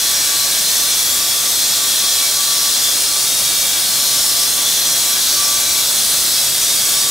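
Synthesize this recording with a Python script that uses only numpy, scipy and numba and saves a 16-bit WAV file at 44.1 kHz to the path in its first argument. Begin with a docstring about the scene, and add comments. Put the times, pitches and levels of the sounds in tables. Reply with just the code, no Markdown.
"""The blade of a band sawmill hisses over wheels and wood, in a bare hall, heard in stereo.
The hiss is dense noise coloured by guard and frame panels. Two guide rollers of slightly unlike
size sing combs of thin lines, and the teeth whine as they bite, at a multiple of the roller rate.
Rollers and whine sag in pitch together when the cut loads the motor. The echoes of the hall around
the moving head make the roller lines swell and fade: slow random gains and a table of swells."""
import sys
import numpy as np
from scipy import signal
from scipy.fft import rfft, irfft, next_fast_len
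from scipy.io import wavfile
from scipy.ndimage import uniform_filter1d
from numba import njit

SR = 44100
rng = np.random.default_rng(int(sys.argv[2]) if len(sys.argv) > 2 else 0)


def wav_record(signal):
    """Record a signal, one row per channel, as 16-bit PCM in the file named by sys.argv[1]."""
    frames = np.transpose(np.atleast_2d(signal))
    bounded = np.clip(frames, -1, 1)
    # unit amplitude maps onto the largest positive 16-bit level
    quanta = np.round(bounded * 32767).astype(np.int16)
    wavfile.write(sys.argv[1], SR, quanta)


N = 313109
HOP = 128   # samples between control points


def from_db(db):
    """Decibels to an amplitude factor."""
    return 10 ** (np.asarray(db) / 20)


def in_time(rows, s):
    """Columns of a table, read at the times s."""
    at, *columns = np.transpose(rows)
    return [np.interp(s, at, column) for column in columns]


def at_hz(points, hz):
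    """A spectrum read on a log-frequency axis."""
    points = np.array(points, float)
    return np.interp(np.log(hz + 1), np.log(points[:, 0] + 1), points[:, 1])


def held(s, start, length, edge):
    """Rises, holds and falls, never above 1; half way through each edge at the start and the end."""
    inside = np.minimum(s - start, start + length - s)
    return np.clip(inside / edge + .5, 0, 1)


def drift(rate, shape):
    """Slow chance at the control rate, spread 1: noise through two equal low-pass poles at rate Hz."""
    pole = np.exp(-2 * np.pi * rate * HOP / SR)
    noise = rng.standard_normal((*shape, N // HOP + 510))
    slow = signal.lfilter([1], [1, -2 * pole, pole * pole], noise)[..., 500:]   # drop the settling
    return slow / slow.std()


def sides(mid, side, hz):
    """Left and right microphone signals from a shared and an unshared part, at each frequency."""
    # Each row: frequency in Hz, left-right likeness from 0 to 1.
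    likeness = [(60, 0.96), (170, 0.96), (500, 0.9), (860, 0.82), (1200, 0.63), (1700, 0.82), (2300, 0.93),
                (2800, 0.97), (3300, 0.76), (5000, 0.86), (7500, 0.88), (9600, 0.94), (11000, 1),
                (15000, 1)]
    # Each row: frequency in Hz, level of left over right in dB.
    left_over_right = [(60, .3), (170, .8), (500, 1.5), (1200, 2.2), (1700, 1.6), (2700, .3), (3500, 1.8),
                       (5200, 1.1), (6500, 0), (15000, 0)]
    # Each row: frequency in Hz, phase by which left leads right in radians.
    left_lead = [(60, .05), (1200, .05), (2800, -.04), (3250, -.27), (5900, -.27), (7600, -.14), (9600, 0)]
    alike = np.clip(at_hz(likeness, hz), 0, .99)
    tilt = from_db(at_hz(left_over_right, hz) / 2) * np.exp(.5j * at_hz(left_lead, hz))
    shared = np.sqrt((1 + alike) / 2) * mid
    own = np.sqrt((1 - alike) / 2) * side
    return np.array([(shared + own) * tilt, (shared - own) / tilt])


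def hiss(level_db, treble_db, rumble_db, wide_db, narrow_db, chip_db):
    """Dense rubbing noise coloured by the panels; stretches of it wax and wane as the echoes shift."""
    # Blade and sawdust hiss. Each row: frequency in Hz, relative density in dB per Hz.
    rubbing = [(15, -24), (25, -14), (480, -12), (1000, -10.5), (1300, -9), (2100, -10), (3100, -8),
               (3330, -1), (4900, -2), (5800, -0.5), (8000, -3.5), (9400, -3.5), (13000, -9.5),
               (15700, -10)]
    # Guard and frame panels. Each row: centre in Hz, width in Hz, gain at the centre in dB.
    panels = [(297, 27, 2.5), (583, 46, 4.5), (696, 32, 4.5), (850, 30, 2), (1533, 24, 4.5), (2990, 73, 3),
              (3300, 79, 3), (3870, 44, -0.5), (4140, 91, 1), (4900, 92, -1), (5630, 330, 2),
              (6900, 150, 1), (7940, 340, 4), (9200, 250, 2)]
    size = next_fast_len(N)
    hz = np.arange(size // 2 + 1) * SR / size
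    colour_db = at_hz(rubbing, hz)
    for centre, width, gain_db in panels:
        colour_db = colour_db + gain_db / (1 + (2 * (hz - centre) / width) ** 2)
    mid, side = rfft(rng.standard_normal((2, size)))
    both = irfft(from_db(colour_db) * sides(mid, side, hz), size)[:, :N]

    hz, s, frames = signal.stft(both / both.std(), SR, nperseg=8 * HOP, noverlap=6 * HOP)
    steps = len(s)   # a frame comes every second control point
    wide = np.repeat(drift(6.0, (17,))[:, ::2][:, :steps], 32, axis=0)   # stretches 1.4 kHz wide
    wide = uniform_filter1d(wide, size=24, axis=0)
    narrow = np.repeat(drift(1.0, (172,))[:, ::2][:, :steps], 3, axis=0)   # stretches 130 Hz wide
    chip_load = drift(8.6, (1,))[:, ::2][:, :steps]   # flickers over all the treble
    waver_db = wide_db * wide[:len(hz)] + narrow_db * narrow[:len(hz)] + chip_db * chip_load
    waver_db = waver_db * np.clip(hz / 3000, .3, 1)[:, None]   # the low rumble wavers least

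    at = np.minimum(np.arange(steps) * 2 * HOP, N - 1)[:waver_db.shape[1]]
    rumble_share = np.clip(1.5 - hz / 400, 0, 1)[:, None]   # full below 200 Hz, none above 600 Hz
    treble_share = np.clip(hz / 3000 - 2.5, 0, 1)[:, None]   # none below 7.5 kHz, full above 10.5 kHz
    lift_db = rumble_share * rumble_db[at] + treble_share * treble_db[at]
    frames = frames[..., :len(at)] * from_db(waver_db + lift_db)
    noise = signal.istft(frames, SR, nperseg=8 * HOP, noverlap=6 * HOP)[1][:, :N]
    return from_db(level_db) * noise


@njit
def comb(turns, gains, hop):
    """Multiples of a rotation, each with its own slowly changing complex gain on either side."""
    out = np.zeros((2, len(turns)))
    for n in range(len(turns)):
        i, part = n // hop, (n % hop) / hop
        step = np.exp(2j * np.pi * turns[n])
        wave = step
        for k in range(gains.shape[2]):
            for side in range(2):
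                gain = (1 - part) * gains[i, side, k] + part * gains[i + 1, side, k]
                out[side, n] += (wave * gain).real
            wave *= step
    return out * np.sqrt(2)   # a gain of 1 gives a line of rms 1


def roller(which, hz, fade_rate, slip_hz, rough, count):
    """Every multiple of the turning rate sounds; echoes of the moving head fade each one at random."""
    # Roller lines in general. Each row: frequency in Hz, rms level of a line in dB before wear.
    line_levels = [(130, -56), (270, -68), (600, -56), (1000, -60), (1700, -53), (2400, -55), (3000, -51),
                   (3300, -43), (4100, -41), (5800, -41), (7000, -42), (9000, -43), (12000, -45),
                   (15500, -52)]
    # Single lines that stand out. Each row: start in seconds, length in seconds,
    # roller (0 fast, 1 slow), multiple of its turning rate, rms level in dB that the line moves to.
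    swells = [(0.0, 0.68, 1, 42, -27), (0.0, 0.89, 0, 13, -41), (0.0, 1.07, 0, 30, -29),
              (0.25, 0.98, 1, 25, -31), (0.0, 0.75, 1, 12, -44), (0.7, 0.33, 1, 45, -28.5),
              (0.73, 0.41, 0, 14, -43), (0.92, 1.5, 0, 24, -32.5), (1.03, 0.31, 0, 52, -28),
              (1.1, 0.48, 1, 27, -31), (1.17, 0.6, 0, 25, -31.5), (1.21, 0.31, 1, 39, -27.5),
              (1.33, 0.4, 1, 46, -29), (1.46, 1.2, 0, 30, -30), (1.71, 0.45, 1, 26, -31),
              (1.8, 1.0, 0, 13, -42.5), (2.23, 0.64, 0, 12, -43), (1.86, 0.96, 1, 30, -29),
              (2.4, 0.56, 0, 25, -30), (2.467, 0.64, 0, 36, -30), (2.48, 0.71, 0, 30, -33),
              (2.68, 1.2, 0, 20, -40.5), (3.08, 0.57, 0, 32, -31.5), (3.12, 0.4, 0, 78, -37),
              (3.12, 1.05, 0, 27, -33), (3.38, 1.12, 0, 43, -32), (3.47, 0.99, 1, 31, -32.5),
              (3.74, 0.88, 0, 39, -31), (3.66, 0.9, 1, 12, -45), (3.93, 0.98, 1, 30, -30),
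              (4.25, 0.45, 0, 14, -41), (4.12, 0.35, 0, 38, -29), (4.44, 0.46, 0, 25, -32),
              (4.61, 0.53, 1, 41, -32), (4.61, 1.1, 0, 30, -32), (4.64, 0.55, 1, 1, -51),
              (5.04, 0.2, 0, 12, -39), (5.3, 0.4, 0, 11, -44), (5.13, 0.72, 1, 42, -29.5),
              (5.13, 0.91, 1, 30, -34), (5.21, 0.43, 1, 33, -28.5), (5.24, 0.43, 1, 46, -27),
              (5.272, 1.2, 1, 29, -30), (5.29, 0.22, 1, 39, -26), (5.93, 0.58, 1, 46, -32),
              (6.07, 0.42, 0, 30, -31), (6.23, 0.41, 0, 36, -32), (6.4, 0.7, 1, 27, -33),
              (6.58, 0.34, 1, 43, -29), (6.2, 1.1, 1, 1, -48), (6.61, 0.49, 0, 16, -40.5),
              (6.68, 0.42, 1, 39, -30), (6.746, 0.34, 1, 34, -26)]
    s = np.arange(N // HOP + 10) * HOP / SR
    lines_hz = (np.arange(1, count + 1) * hz.mean())[:, None]
    a, b, c, d = drift(fade_rate, (4, count)) / np.sqrt(2)
    wear_db = 2.5 * drift(.6, (count,)) - 1   # worn running faces favour some multiples for a while
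    gains = from_db(at_hz(line_levels, lines_hz) + wear_db) * sides(a + 1j * b, c + 1j * d, lines_hz)
    for start, length, who, multiple, level_db in swells:
        if round(who) == which:
            shape = held(s, start, length, edge=.12)
            k = round(multiple) - 1
            loud = from_db(level_db) * sides(1, c[k] + 1j * d[k], lines_hz[k])
            gains[:, k] += shape * (loud - gains[:, k])
    tremble, wobble = rough * drift(8.0, (2, count))   # each line breaks up in level and phase
    gains *= (1 + tremble + 1j * wobble) / np.sqrt(1 + 2 * rough ** 2)
    # the roller slips a little on the blade, which widens the high lines most
    slip = slip_hz * np.interp(np.arange(N) / SR, s, drift(5.01, (1,))[0])
    turns = np.cumsum(hz + slip) / SR
    return comb(turns, np.ascontiguousarray(gains.transpose(2, 0, 1)), HOP)


def teeth(hz, rough):
    """Biting teeth whine at their rate and its octave, which waver, flare and flutter, and at its triple."""
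    # Flares of the whine. Each row: start in seconds, length in seconds,
    # multiple of the tooth rate, rms level in dB that it moves to, before the left-right tilt.
    flares = [(0.15, .22, 2, -38), (0.28, 0.19, 1, -35.5), (0.5, 0.17, 2, -37), (0.76, .12, 1, -37),
              (0.88, .17, 2, -36), (1.1, 0.11, 1, -37), (1.32, 0.19, 1, -37.5), (1.77, .1, 1, -35),
              (1.98, 0.13, 1, -38), (2.16, .12, 1, -38), (2.22, 0.11, 2, -33), (2.37, 0.32, 1, -35),
              (2.796, 0.064, 1, -37), (2.9, 0.089, 2, -47), (3.1, .15, 1, -37.5), (3.38, 0.17, 1, -39),
              (3.412, .38, 2, -36.5), (3.8, .3, 2, -41), (4.057, 0.061, 1, -38), (4.262, .2, 1, -38),
              (4.518, .1, 1, -38), (5.0, .22, 2, -40), (5.04, 0.11, 1, -39), (5.367, 0.25, 1, -29.5),
              (5.55, .27, 2, -37.5), (5.6, 0.21, 1, -36.5), (6.07, 0.14, 1, -39), (6.935, .2, 1, -35.5)]
    whine_db, octave_db, waver_db = -46, -50, 3.5   # middle levels between flares, and their spread

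    def at_samples(rows):
        """Control points read at every sample."""
        return np.array([np.interp(np.arange(N) / HOP, np.arange(len(row)), row) for row in rows])

    turn = np.exp(2j * np.pi * np.cumsum(hz) / SR)
    a, b, c, d = rough * at_samples(drift(15.0, (4,)))   # uneven teeth: flutter in level and phase
    levels = from_db(np.array([[whine_db], [octave_db]]) + waver_db * at_samples(drift(5.6, (2,))))
    for start, length, multiple, level_db in flares:
        k = round(multiple) - 1
        shape = held(np.arange(N) / SR, start, length, edge=.08)
        levels[k] += shape * (from_db(level_db) - levels[k])
    # left is the louder side and leads in phase
    first = levels[0] * from_db([[1.5], [-1.5]]) * (1 + a + 1j * b) * turn * np.exp([[.3j], [-.3j]])
    octave = levels[1] * from_db([[.4], [-.4]]) * (1 + c + 1j * d) * turn ** 2
    third = from_db(-42.5) * turn ** 3   # steady
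    return np.sqrt(2) * (first + octave + third).real


def scene():
    """Hiss, teeth and both rollers, all driven by the one blade."""
    # Guide rollers. Each row: time in seconds, turns per second in Hz of the fast and the slow roller.
    turn_rates = [(0.15, 137.8, 136.85), (0.45, 136.5, 135.5), (0.75, 138.0, 136.9), (1.2, 139.05, 137.85),
                  (1.65, 139.7, 138.5), (1.95, 138.0, 136.7), (2.23, 136.5, 134.7), (2.4, 137.65, 136.3),
                  (2.75, 137.55, 136.3), (3.2, 139.15, 137.65), (3.6, 138.8, 137.15), (4.45, 138.85, 137.3),
                  (4.78, 137.4, 136.1), (5.1, 138.6, 137.1), (5.42, 139.15, 137.7), (5.75, 138.2, 136.75),
                  (6.25, 139.0, 137.7), (6.65, 137.7, 136.7), (7.1, 137.95, 136.8)]
    # The cut. Each row: time in seconds, hiss level in dB before lifts and waver,
    # treble lift in dB, rumble lift in dB.
    cut = [(0, -16, 0.5, 0), (1, -16.5, 1.5, 1), (2, -16, 1, -1), (2.8, -16, 1, -1.5),
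           (3.4, -16.5, 2.5, 1.5), (4.2, -16, 1.5, 0.5), (5.2, -16, 1.5, 0.5), (6.2, -16, 2.5, 2),
           (7.1, -16.5, 1.5, 2)]
    teeth_per_turn = 8.355   # teeth passing in one turn of the fast roller
    s = np.arange(N) / SR
    fast_hz, slow_hz = in_time(turn_rates, s)
    fast = roller(0, fast_hz, fade_rate=2.0, slip_hz=.08, rough=.55, count=112)
    slow = roller(1, slow_hz, fade_rate=2.0, slip_hz=.08, rough=.55, count=112)
    whine = teeth(teeth_per_turn * fast_hz, rough=.25)
    rubbing = hiss(*in_time(cut, s), wide_db=.6, narrow_db=1.5, chip_db=.33)
    return fast + slow + whine + rubbing


def record(dry):
    """Peaks are rounded a little, then a steep low-pass cuts the top."""
    rounded = 2.5 * np.tanh(dry / 2.5)
    low_pass = signal.ellip(14, .3, 80, 15740, fs=SR, output="sos")   # cutoff in Hz
    return signal.sosfilt(low_pass, rounded)


dry = scene()
out = record(dry)
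wav_record(out)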